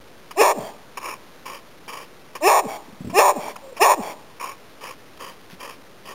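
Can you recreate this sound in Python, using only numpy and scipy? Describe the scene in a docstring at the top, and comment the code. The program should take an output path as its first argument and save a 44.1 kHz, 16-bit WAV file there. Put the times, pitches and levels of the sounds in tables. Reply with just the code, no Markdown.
"""Over a faint outdoor rumble, an old dog tied to a pole in a field huffs, barks four times and pants.
Each bark rises as a clean tone, breaks into a rough roar as the vocal folds are overblown, and sinks
away in a low grunt. An earth bank reflects it; paws thud on the turf, the dog gasps, and before the
last bark its lips pop and it whines. A pocket camera samples it all slowly and coarsely and holds
each sample, which adds a gritty mirrored treble."""
import sys
import numpy as np
from scipy import signal
from scipy.fft import rfft, irfft, next_fast_len
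from scipy.io import wavfile
from scipy.ndimage import uniform_filter1d, map_coordinates

SR = 44100
rng = np.random.default_rng(int(sys.argv[2]) if len(sys.argv) > 2 else 0)


def dump(signal):
    """Clip the signal to [-1, 1] and save it as 16-bit WAV at the path in sys.argv[1]."""
    limited = np.clip(np.atleast_2d(signal).T, -1, 1)
    pcm = np.round(limited * 32767).astype(np.int16)
    wavfile.write(sys.argv[1], SR, pcm)


N = 270774
TIME = np.arange(N) / SR

# outdoor background (frequency [Hz], level [dB])
AIR_SPECTRUM = [(10, -27.5), (25, -13), (40, -14.5), (80, -8), (280, -4), (520, -4), (800, -11),
                (1400, -12.5), (2300, -17), (3200, -22.5), (4000, -18.5), (5000, -60)]
# huffs as the jaws open (time [s], level [dB], decay time [s], lips [0 forward to 1 drawn back])
JAW_HUFFS = [(0.309, -29.5, 0.015, 0.26), (.971, -25, 0.018, 0.033), (1.455, -37, 0.012, 0.42),
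             (1.879, -34.5, 0.011, 0.33), (2.351, -28.5, 0.027, 0.34), (3.096, -35, 0.027, 0.22),
             (3.562, -33.5, 0.0089, 0.32), (3.763, -32.5, 0.038, 0.26), (4.808, -45, 0.018, 0.56),
             (5.173, -41.5, .01, 0.75), (5.595, -43, 0.0057, 0.27), (6.055, -44, .015, 0.9)]
# pants (time [s], attack [s], length [s], level [dB], lips [0 forward to 1 drawn back])
PANT_BREATHS = [ (0.995, 0.064, 0.18, -30, 0.028), (1.453, 0.0094, 0.16, -35, 0.45),
                (1.878, 0.0092, 0.2, -35.5, 0.51), (4.396, 0.0098, 0.16, -31, 0.059),
                (4.804, .032, 0.15, -34, 0.66), (5.193, 0.0096, 0.16, -36.5, 1),
                (5.598, 0.0076, 0.17, -36, 0.63), (6.045, 0.053, 0.12, -35.5, 0.98)]
# mouth resonances with the lips forward, then drawn back (frequency [Hz], level [dB])
LIPS_FORWARD = [(150, -43), (330, -11.5), (520, -7.5), (700, -12.5), (1080, 6), (1450, -14), (1780, -10.5),
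                (2020, -16.5), (2330, 0), (2650, -5.5), (3050, -12), (3400, -42), (4000, 6)]
LIPS_BACK = [(150, -13), (330, -9.5), (520, 1), (720, -12.5), (1100, 4.5), (1500, -17), (1850, -2.5),
             (2100, -14), (2500, -6.5), (2800, -6), (3130, 2), (3500, -9), (4000, -14)]
# barks (time [s], swell [s], time to the break [s], length before the grunt [s], grunt length [s],
# first pitch [Hz], pitch at the break [Hz], level [dB], extra chest [dB], extra treble [dB],
# treble burst [dB], grunt level [dB])
BARK_CALLS = [ (.355, 0.061, .058, .18, 0.065, 289.8, 449, -2.5, 5.5, 3.5, 6.5, -29),
              (2.404, 0.072, .079, 0.21, .066, 262.1, 425.4, 0, -1, 1, 6, -29.5),
              (3.126, 0.064, .064, .202, .070, 307.6, 442, -0.5, 1.5, -1, 10.5, -29.5),
              (3.792, 0.03, 0.049, 0.16, .066, 284.5, 476.6, 1, -2, 0, 9, -26.5)]
# chest, throat and treble registers of the voice
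# (delay [s], attack curve [exponent], roar level [dB], burst decay [s], sag [dB/s], release [s])
VOICE_REGISTERS = [ (0.011, 1.54, -25.5, 0.015, 47, 0.0027), (0.0012, 0.92, -14.5, 0.09, 2, 0.03),
                   (0.009, 1.44, -24.5, 0.029, 24, 0.021)]
# vocal tract resonances with the mouth opening, then wide (frequency [Hz], level [dB])
TRACT_OPENING = [(250, 12), (700, 26.5), (1150, 18), (1330, -17), (1560, -17.5), (1850, 4.5), (2050, -17.5),
                 (2300, -1), (2700, 2), (3050, -21), (3900, -21)]
TRACT_WIDE = [(180, -59.5), (300, -16.5), (375, -13), (500, -13), (590, 1.5), (670, -1), (790, 2.5),
              (960, 8), (1130, -1), (1400, -29.5), (1600, -28.5), (1730, -18), (1900, -20.5), (2030, -38),
              (2200, -18.5), (2450, -18), (2700, -23.5), (2980, -41.5), (3400, -28), (3900, -32)]
# decay of the scattered echo (frequency [Hz], time to fall 60 dB [s])
TAIL_DECAY = [(150, 1), (600, 0.44), (1200, 1), (3000, 0.69)]
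# colour of the whole echo (frequency [Hz], level [dB])
ECHO_SPECTRUM = [(200, -6.5), (400, 1), (650, 5), (1100, -7), (2500, -9.5)]
# paws landing (time [s], level [dB])
FOOTFALLS = [(0.57, -39), (.594, -33), (.629, -35), (2.881, -38), (2.927, -38.5), (3.006, -27),
             (3.046, -26), (3.071, -26), (3.099, -30.5), (3.126, -30), (3.459, -42.5), (5.529, -36)]
# thud of the turf (frequency [Hz], level [dB])
TURF_SPECTRUM = [(30, -30.5), (55, -30), (80, -8.5), (115, -3), (185, 7), (300, 2), (500, -14), (900, -28),
                 (2000, -70)]
# a paw dragging through dry grass (time [s], length [s], level [dB])
PAW_DRAGS = [(5.494, 0.075, -46.5)]
# gasps (time [s], length [s], level [dB], whistle frequency [Hz], whistle level [dB])
IN_BREATHS = [(0.576, 0.15, -42.5, 3230, -53), (2.667, 0.12, -38, 2257, -46), (3.385, 0.15, -37, 2316, -45),
              (4.006, 0.14, -37, 2350, -50)]
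# mouth resonances as air is drawn in (frequency [Hz], level [dB])
INHALE_SPECTRUM = [(150, -7), (400, -0.5), (600, -1), (1000, -1), (1450, -9.5), (1850, -8), (2050, -5),
                   (2300, -5.5), (2650, -8), (2950, -13.5), (3280, 2.5), (3550, 2.5), (4000, -9)]
# wet pops of the loose lips (time [s], mouth resonance [Hz], level [dB])
LIP_POPS = [(3.462, 927.6, -14), (3.482, 930, -13), (3.559, 1310, -22.5)]
# a thin whine (time [s], length [s], first pitch [Hz], fall [Hz/s], level [dB])
NASAL_WHINES = [(3.618, .135, 572, 606, -36)]

ROAR_HZ, GRUNT_HZ = 392.3, 129.7  # pitch through the roar and at the end of the grunt
RISE_ROUGH, ROAR_ROUGH, GRUNT_ROUGH = 0.12, 0.86, 0.33  # 0 regular to 1 fully rough


def amp(db):
    """Decibels to amplitude ratio."""
    return 10 ** (np.asarray(db) / 20)


def unit(x):
    """Normalisation to rms 1."""
    return x / np.sqrt(np.mean(x ** 2) + 1e-20)


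def steady(x, window_s=0.0065):
    """Normalisation to a running rms of 1, which keeps the fast grain."""
    size = max(int(window_s * SR), 50)
    power = uniform_filter1d(uniform_filter1d(x * x, size), size)
    return x / np.sqrt(np.abs(power) + 1e-12)


def along(points, hz):
    """Interpolation of (frequency [Hz], value) points on a logarithmic axis."""
    f, v = np.transpose(points)
    return np.interp(np.log(hz + 1), np.log(f + 1), v)


def wobble(rate):
    """Smooth random modulation: a spline through `rate` knots a second."""
    return map_coordinates(rng.standard_normal(int(N * rate / SR) + 4), [TIME * rate])


def filtered(x, response):
    """Linear filtering: the spectrum of x times a frequency response."""
    size = next_fast_len(N + SR // 2)
    return irfft(rfft(x, size) * response(np.fft.rfftfreq(size, 1 / SR)), size)[:N]


def ring(x, spectrum, size=4096):
    """Minimum-phase filtering: resonances ring only after their excitation."""
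    gain = amp(along(spectrum, np.fft.rfftfreq(size, 1 / SR)))
    cepstrum = irfft(np.log(gain + 1e-6))
    cepstrum[1:size // 2] *= 2
    cepstrum[size // 2 + 1:] = 0
    return signal.fftconvolve(x, irfft(np.exp(rfft(cepstrum))))[:N]


def band(x, lo_hz, hi_hz, order=12):
    """Band-pass filtering, with edges that steepen with the order."""
    return filtered(x, lambda f: (1 - 1 / (1 + (f / lo_hz) ** order)) / (1 + (f / hi_hz) ** order))


def noise(spectrum):
    """Spectral shaping of white noise, at rms 1."""
    return unit(filtered(rng.standard_normal(N), lambda f: amp(along(spectrum, f))))


def envelope(start, attack, length, release, sag_db_per_s=0, curve=1):
    """Amplitude envelope: attack, sagging hold and release."""
    t = TIME - start
    rise = np.clip(t / attack, 0, 1) ** curve
    fall = np.clip((length - t) / release, 0, 1)
    return rise * fall * amp(-sag_db_per_s * np.clip(t - attack, 0, length))


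def field(level_db=-50.5, drift_db=0.4):
    """Ambient noise: a far rumble and a soft hiss of air, nearly stationary."""
    return amp(level_db + drift_db * wobble(2)) * noise(AIR_SPECTRUM)


def mouth(resonances):
    """Source and filter: turbulent air is coloured by the mouth cavity, at rms 1."""
    return unit(band(noise(resonances), 130, 3200))


def panting(flutter_db=1.58, flap_db=2.0, flap_hz=52):
    """Turbulent flow: huffs escape as the jaws open; the flapping tongue modulates each pant."""
    forward, back = mouth(LIPS_FORWARD), mouth(LIPS_BACK)
    air = lambda lips: np.sqrt(1 - lips) * forward + np.sqrt(lips) * back
    flap = np.sin(2 * np.pi * np.cumsum(flap_hz * (1 + 0.2095 * wobble(30))) / SR)
    tongue = unit(amp(flutter_db * wobble(170) + flap_db * flap))
    sound = np.zeros(N)
    for start, db, decay, lips in JAW_HUFFS:
        age = np.clip((TIME - start) / decay, 0, 10)
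        sound += amp(db) * (1 - np.exp(-age / 0.08)) * np.exp(-1.5 * age ** 2) * air(lips)
    for start, attack, length, db, lips in PANT_BREATHS:
        breath = envelope(start, attack, length, release=0.066, sag_db_per_s=19)
        sound += amp(db) * breath * tongue * air(lips)
    return sound


def vocal_folds(catch_s=0.013, lead_s=0.009, break_s=0.023, settle_s=0.022, relax_s=0.015):
    """Pitch and roughness of a driven oscillator: it catches, climbs, breaks, droops as pressure goes."""
    pitch, rough = np.full(N, ROAR_HZ), np.zeros(N)
    for start, _, climb_s, length, grunt_s, first_hz, top_hz, *_ in BARK_CALLS:
        now = TIME >= start
        t = TIME[now] - start
        climb = first_hz + (top_hz - first_hz) * np.minimum(t / climb_s, 1)
        settled = np.clip((t - climb_s) / settle_s, 0, 1)
        droop = np.clip((t - length) / grunt_s, 0, 1) ** 1.5
        pitch[now] = climb + (ROAR_HZ - climb) * settled + (GRUNT_HZ - ROAR_HZ) * droop
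        catch = 0.31 * np.exp(-t / catch_s)
        breaking = (ROAR_ROUGH - RISE_ROUGH) * np.clip((t - climb_s + lead_s) / break_s, 0, 1)
        relaxing = (GRUNT_ROUGH - ROAR_ROUGH) * np.clip((t - length) / relax_s, 0, 1)
        rough[now] = RISE_ROUGH + catch + breaking + relaxing
    return pitch * (1 + 0.012 * wobble(60)), np.clip(rough, 0, 1)


def register_gains(chest_burst_db=12.5, throat_burst_db=-1.5):
    """Onset transient and sustain: each register swells, settles to the roar, ends; the chest grunts on."""
    gain = np.zeros((len(VOICE_REGISTERS), N))
    for start, swell, _, length, grunt_s, _, _, db, chest_db, treble_db, bite_db, grunt_db in BARK_CALLS:
        since_swell = np.maximum(TIME - start - swell, 0)
        extras, bursts = (chest_db, 0, treble_db), (chest_burst_db, throat_burst_db, bite_db)
        for k, (delay, curve, roar_db, burst_s, sag, release) in enumerate(VOICE_REGISTERS):
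            burst_db = bursts[k] * np.exp(-(since_swell / burst_s) ** 2)
            shape = envelope(start + delay, swell - delay, length - delay, release, sag, curve)
            gain[k] += amp(db + extras[k] + roar_db + burst_db) * shape
        grunt = envelope(start + length, attack=0.042, length=grunt_s, release=0.013, curve=1.6)
        gain[0] += amp(grunt_db) * grunt
    return gain


def glottis(phase, pitch, rough, jitter=0.15, shimmer_db=4, doubling=0.32):
    """Jitter, shimmer and period doubling: rough folds pulse unevenly and every second beat weakens."""
    cycles = np.flatnonzero(np.diff(np.floor(phase)) > 0)
    late, size = rng.standard_normal((len(cycles), 2)).T
    roughness = rough[cycles]
    beat = 1 + doubling * roughness * (-1) ** np.arange(len(cycles))
    when = np.clip(cycles + jitter * roughness * late * SR / pitch[cycles], 0, N - 1).astype(int)
    return np.bincount(when, beat * amp(shimmer_db * roughness * size), N)


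def barks(breathy=0.7, tremor=0.05, shimmer_db=8, rasp_db=1.36, harmonics=11):
    """Nonlinear vibration: overblown folds pass from clean harmonics to uneven pulses and turbulence."""
    pitch, rough = vocal_folds()
    chest, throat, treble = register_gains()
    slack = np.clip(1 - pitch / 360, 0, 1)  # loose folds flap unevenly in the low grunt
    waver = (0.006 + tremor * rough + 0.153 * slack ** 2) * wobble(260)
    phase = np.cumsum(pitch * (1 + waver)) / SR
    fundamental = np.cos(2 * np.pi * phase) * amp(shimmer_db * slack * wobble(250))
    overtones = sum(amp(along(TRACT_OPENING, k * pitch)) * np.cos(2 * np.pi * k * phase - k * k)
                    for k in range(2, harmonics + 1))
    opening = (1 + np.cos(2 * np.pi * phase)) / 2  # air passes while the folds are open
    pulses = unit(glottis(phase, pitch, rough))
    turbulence = unit(opening * rng.standard_normal(N))
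    roar = ring(pulses + breathy * turbulence, TRACT_WIDE)
    angle = rough * np.pi / 2  # equal-power crossfade
    blend = lambda clean, noisy: steady(np.cos(angle) * steady(clean) + np.sin(angle) * steady(noisy))
    low = chest * blend(fundamental, band(roar, 326, 558))
    middle = throat * blend(band(overtones, 400, 1020), band(roar, 410, 1930))
    high = treble * blend(band(overtones, 1310, 4200), band(roar, 1254, 4550))
    return (low + middle + high) * amp(rasp_db * rough * wobble(160))


def echo(x, delay_s=0.168, spread_s=0.024, bank_db=-22, scatter_db=-18.5):
    """Reflection and scattering: the earth bank answers once, blurred; brush and trees add a tail."""
    hz, frame_s, spectra = signal.stft(rng.standard_normal(SR), SR, nperseg=256)
    decay = amp(-60 * frame_s / along(TAIL_DECAY, hz)[:, None])
    tail = signal.istft(spectra * decay, SR, nperseg=256)[1][:SR]
    t = np.arange(SR) / SR
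    tail *= 1 - np.exp(-(t / 0.089) ** 3)  # open ground: little comes back early
    slap = rng.standard_normal(SR) * (t > delay_s) * np.exp(-np.abs(t - delay_s) / spread_s)
    response = amp(bank_db) * slap / np.linalg.norm(slap) + amp(scatter_db) * tail / np.linalg.norm(tail)
    return ring(signal.fftconvolve(x, response)[:N], ECHO_SPECTRUM)


def paws(t60=0.1, grass_db=-24):
    """Impact and friction: each paw thuds on the turf and crunches dry grass; one drags."""
    force = np.zeros(N)
    for start, db in FOOTFALLS:
        t = np.maximum(TIME - start, 0)
        force += amp(db - 60 * t / t60) * (1 - np.exp(-t / 0.00096))
    grass = unit(band(rng.standard_normal(N) * amp(3.7 * wobble(700)), 770, 4600, order=4))
    (start, length, db), = PAW_DRAGS
    drag = amp(db) * envelope(start, attack=0.008, length=length, release=0.021, sag_db_per_s=90)
    thuds = band(force * steady(noise(TURF_SPECTRUM)), 43, 3000, order=4)
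    return thuds + (amp(grass_db) * force + drag) * grass


def gasps():
    """Flow through a constriction: air snatched after each bark whistles faintly in the narrow throat."""
    sound, air = np.zeros(N), mouth(INHALE_SPECTRUM)
    for start, length, db, hz, whistle_db in IN_BREATHS:
        whistle = unit(wobble(158) * np.sin(2 * np.pi * hz * TIME))  # narrow-band noise
        breath = envelope(start, attack=0.031, length=length, release=0.028)
        sound += breath * (amp(db) * air + amp(whistle_db) * whistle)
    return sound


def lip_pops(t60=0.018):
    """Damped resonance: parting lips ring the mouth cavity for a few cycles."""
    sound = np.zeros(N)
    for start, hz, db in LIP_POPS:
        t = np.maximum(TIME - start, 0)
        sound += amp(db - 60 * t / t60) * (1 - np.exp(-t / 0.0014)) * np.sin(2 * np.pi * hz * t)
    return sound


def whine(overtone_db=-18):
    """Nasal radiation: a thin, unsteady note of two harmonics sinks in pitch and level."""
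    (start, length, hz, fall, db), = NASAL_WHINES
    pitch = hz - fall * np.clip(TIME - start, 0, length)
    phase = 2 * np.pi * np.cumsum(pitch * (1 + 0.05 * wobble(260))) / SR
    shape = envelope(start, attack=0.028, length=length, release=0.025, sag_db_per_s=60)
    return amp(db + 2.9 * wobble(130)) * shape * (np.sin(phase) + amp(overtone_db) * np.sin(2 * phase))


def scene():
    """Superposition: the dog's direct sound, its echo and the open field add."""
    dog = barks() + panting() + gasps() + lip_pops() + whine() + paws()
    return (dog + echo(dog) + field())[None]


def record(dry, rate_hz=7875, step=1 / 128, ceiling=0.85, knee=8, top_hz=15780):
    """Sample and hold mirrors the sound around multiples of the camera's rate; quantisation adds grit."""
    band_limited = filtered(dry[0], lambda f: 1 / (1 + (f / (rate_hz / 2)) ** 40))
    ticks = np.floor(TIME * rate_hz) * SR / rate_hz
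    held = map_coordinates(band_limited, [ticks])
    saturated = held / (1 + np.abs(held / ceiling) ** knee) ** (1 / knee)  # rounds the strongest swings
    quantised = np.floor(saturated / step) * step
    return filtered(quantised, lambda f: f < top_hz)[None]


dry = scene()
out = record(dry)
dump(out)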